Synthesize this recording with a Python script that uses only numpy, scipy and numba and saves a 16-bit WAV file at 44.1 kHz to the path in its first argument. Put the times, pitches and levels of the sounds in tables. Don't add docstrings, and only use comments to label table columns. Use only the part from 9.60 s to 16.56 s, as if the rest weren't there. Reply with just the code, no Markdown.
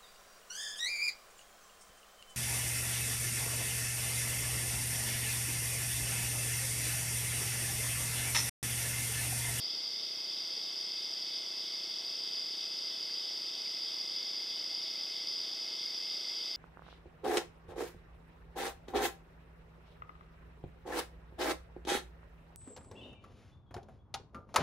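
import sys
import numpy as np
from scipy import signal
from scipy.fft import rfft, irfft
from scipy.io import wavfile
from numba import njit

SR = 44100
rng = np.random.default_rng(int(sys.argv[2]) if len(sys.argv) > 2 else 0)


def generate_wav(signal):
    frames = np.transpose(np.atleast_2d(signal))
    scaled = np.clip(frames, -1, 1) * 32767
    pcm = np.round(scaled).astype(np.int16)
    wavfile.write(sys.argv[1], SR, pcm)


def ratio_of_db(decibels):
    return 10 ** (np.asarray(decibels, float) / 20)


N = 306936


def level(x, db):
    return x * ratio_of_db(db) / np.sqrt(np.mean(x ** 2))


@njit
def strokes(start, length, hz, fall, size, phase):
    out = np.zeros(N)
    for j in range(len(start)):
        n = int(length[j])
        tone = size[j] * np.exp(1j * phase[j])
        step = np.exp(2j * np.pi * hz[j] * (1 + fall[j] / 2) / SR)
        bend = np.exp(-2j * np.pi * hz[j] * fall[j] / SR / n)
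        window, turn = 1 + 0j, np.exp(2j * np.pi / n)
        for i in range(int(start[j]), int(start[j]) + n):
            if 0 <= i < N:
                out[i] += tone.imag * (1 - window.real) ** 2 / 4
            tone *= step
            step *= bend
            window *= turn
    return out


# f/Hz, level/dB [per Hz]
HISS_COLOUR = [(25, -128), (60, -116), (100, -108), (140, -103), (200, -98), (300, -91), (500, -90),
               (1000, -92), (2350, -97.5), (4150, -92), (7000, -101.3), (9000, -104.5), (13600, -106.5),
               (14700, -104)]


def hiss():
    hz, db = np.transpose(HISS_COLOUR)
    bins = np.arange(N // 2 + 1) * SR / N + 1
    colour = ratio_of_db(np.interp(np.log(bins), np.log(hz), db)) * np.sqrt(SR / 2)
    return irfft(rfft(rng.standard_normal(N)) * colour, N)


# f/picture rate [multiple], level/dB
BUZZ_PARTIALS = [(2, -106.0), (3, -97.4), (4, -86.1), (5, -85.0), (6, -76.7), (7, -76.5), (8, -79.3),
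                 (9, -80.8), (10, -72.3), (11, -70.2), (12, -72.1), (13, -71.7), (14, -80.1), (15, -74.1),
                 (16, -76.0), (17, -77.1), (18, -88.0), (19, -80.8), (20, -81.2), (22, -70.4), (25, -85.2),
                 (26, -84.2), (27, -84.2), (35, -92.3), (44, -79.1), (66, -87.0)]
PICTURE_HZ = 30000 / 1001
BUZZ_DELAY, BUZZ_NOTCHES = 0.2, (9, 15.5)
BUZZ_LAG = 0.5


def buzz():
    turns = np.arange(N) * PICTURE_HZ / SR - BUZZ_DELAY
    out = np.zeros(N)
    for k, db in BUZZ_PARTIALS:
        sign = (-1) ** np.searchsorted(BUZZ_NOTCHES, k)
        out += np.sqrt(2) * ratio_of_db(db) * sign * np.cos(2 * np.pi * k * turns - BUZZ_LAG)
    return out


# t/s, f/Hz, length/s, fall of pitch [0-1], peak level/dB
PIG_SOUNDS = [
    (.565, 115, 0.026, 0.3, -66),
    (.905, 520, 0.054, 0, -56),
    (.955, 456, 0.054, 0.1, -52),
    (2.225, 105, .04, .3, -71),
    (3.494, 1650, 0.0054, 0.4, -50),
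    (3.853, 105, .04, .3, -68),
    (4.061, 2380, .004, 0, -42),
    (5.218, 105, .04, .3, -71),
    (5.37, 2350, .006, .1, -48),
    (6.6, 1516, .035, 0, -62),
]


def pigs():
    s, hz, length_s, fall, db = np.transpose(PIG_SOUNDS)
    return strokes(s * SR, length_s * SR, hz, fall, ratio_of_db(db), 0 * s)


GLIDE = 0.011


def trill(hz, scatter_hz, rate, first_s, duty, slip, chance):
    jitter, pitch, size, turn = chance.T
    stroke = np.arange(-1, len(turn) - 1)
    start = np.round((first_s + (stroke - duty / 2 + 0.027 * jitter) / rate) * SR)
    phase = 2 * np.pi * hz * start / SR + slip * np.cumsum(turn)
    flat = np.ones(len(turn))
    return np.array([start, flat * duty * SR / rate, hz + scatter_hz * pitch,
                     GLIDE * flat, ratio_of_db(1.26 * size), phase])


def crowd(hz, spread_hz, rate, duty, db, count):
    place = np.linspace(-2.6, 2.6, count)
    own = rng.standard_normal((count, 3))
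    chance = np.clip(rng.standard_normal((count, 520, 4)), -2, 2)
    singers = []
    for p, (tempo, lag, far), c in zip(place, own, chance):
        own_rate = rate * (1 + 0.08 * np.tanh(tempo))
        start, length, pitch, fall, size, phase = trill(
            hz + spread_hz * p, 0.28 * spread_hz, own_rate, lag / rate, min(duty, 1), np.pi, c)
        size = size * ratio_of_db(far - 3.02 * p * p)
        singers.append(np.array([start, 0.92 * length, pitch, 0.78 * fall, size, 0.99 * phase]))
    return level(strokes(*np.concatenate(singers, axis=1)), db)


# wing f/Hz, spread f/Hz, pulse rate [per s], share of the cycle sounding [0-1], level/dB
FAR_CROWDS = [(4872, 195, 45., 0.53, -40.5), (3481, 215, 44., 0.53, -49), (2100, 45, 50., 0.73, -62),
              (5605, 110, 50., 0.57, -54), (2672, 70, 43., 0.61, -64.5), (3073, 87, 32., 0.67, -63),
              (7830, 400, 55., 0.32, -72.5), (12200, 450, 53, 0.3, -84), (6490, 240, 56, 0.42, -72),
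              (5650, 290, 40., .45, -55.5)]
CROWD_SIZES = (130, 110, 24, 30, 16, 18, 60, 60, 50, 80)
# t/s, level/dB
MAIN_EFFORT = [(0.0, -41), (0.02, -38.5), (0.56, -41), (5.35, -40), (5.66, -41.5), (5.7, -36.5),
               (5.74, -39.5), (5.91, -41), (6.82, -40), (6.96, -40)]
# which crowd, chirp rate [per s], crest of the first chirp t/s
CHIRP_BEATS = [(1, 3.13, .128), (3, 12.41, -.004)]
# rise at the crest level/dB, sharpness [power]
CHIRP_CRESTS = [(3.0, 3.5), (5.0, 1.1)]


def far_crickets():
    t = np.arange(N) / SR
    songs = [crowd(*row, count=n) for row, n in zip(FAR_CROWDS, CROWD_SIZES)]
    s, db = np.transpose(MAIN_EFFORT)
    songs[0] = songs[0] * level(ratio_of_db(np.interp(t, s, db)), 0)
    for (k, rate, first_s), (rise_db, sharp) in zip(CHIRP_BEATS, CHIRP_CRESTS):
        crest = np.abs(np.cos(np.pi * rate * (t - first_s))) ** (2 * sharp)
        songs[k] = songs[k] * level(ratio_of_db(rise_db * crest), 0)
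    return sum(songs)


def solo(scatter_hz, duty, slip, db, from_s, to_s, hz, rate, first_s):
    chance = rng.standard_normal((480, 4))
    song = level(strokes(*trill(hz, scatter_hz, rate, first_s, min(duty, 1), slip, chance)), db)
    t = np.arange(N) / SR
    return song * np.clip(np.minimum(t - from_s + 0.026, to_s - t) / 0.03, 0, 1)


WOODS_T60_S, WOODS_DB = 0.64, 1


def woods(x, size=8192):
    t = np.arange(SR // 2) / SR
    shape = np.exp(-np.log(1000) * t / WOODS_T60_S) * np.clip(t / 0.0058, 0, 1)
    wet = np.zeros(N + 2 * SR)
    padded = np.pad(x, (size // 2, size))
    fade = np.sin(np.pi * np.arange(size) / size)
    for i in range(0, N + size // 2, size // 2):
        paths = shape * rng.standard_normal(len(t))
        echo = signal.fftconvolve(padded[i:i + size] * fade, paths)
        wet[i:i + len(echo)] += echo
    wet = wet[size // 2:][:N] / np.sqrt(np.sum(shape ** 2))
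    return (x + ratio_of_db(WOODS_DB) * wet) / np.sqrt(1 + ratio_of_db(2 * WOODS_DB))


# pitch scatter f/Hz, share of the cycle sounding [0-1], phase slip per pulse [rad], level/dB
NEAR_SINGERS = [(10.2, 0.78, 0.57, -64.5), (20, 0.75, 1.53, -75.5), (15, 0.65, 1.356, -65),
                (40, 0.42, 2.532, -47), (8, 1, 1.01, -52.5), (42.3, 0.34, 2.48, -53),
                (25, 0.85, 0.9, -62.5), (30, .8, 2.2, -78), (5, 0.9, 0.4, -66), (50, 0.5, 2.47, -56.5),
                (12, .9, 1.55, -77)]
# from t/s, to t/s
NEAR_SPELLS = [(0, 7), (-1, 4.57), (1.5, 8), (0, 8), (-1, 8), (0.1, 8), (4, 8), (6, 8), (-1, 2.4), (-1, 8),
               (.5, 4.57)]
# wing f/Hz, pulse rate [per s], middle of the first pulse t/s
NEAR_VOICES = [(2593, 42.53, .018), (8260, 56.52, .007), (2985, 28.64, .0255), (4960, 45.95, .015),
               (5205, 45.9, .008), (4600, 44.15, .018), (2125, 52.5, .001), (7750, 56.6, .01),
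               (2150, 51.5, .01), (3500, 44.7, .01), (8125, 56.52, .007)]


def near_crickets():
    singers = zip(NEAR_SINGERS, NEAR_SPELLS, NEAR_VOICES)
    return woods(sum(solo(*row, *spell, *voice) for row, spell, voice in singers))


def scene():
    return np.tile(hiss() + buzz() + pigs() + far_crickets() + near_crickets(), (2, 1))


def top_cut(x):
    return signal.sosfilt(signal.butter(12, 16330, fs=SR, output="sos"), x)


def record(dry):
    passed = np.arange(N // 2 + 1) * SR / N < 15280
    mix = irfft(rfft(dry) * passed, N)
    return top_cut(mix)


dry = scene()
out = record(dry)
generate_wav(out)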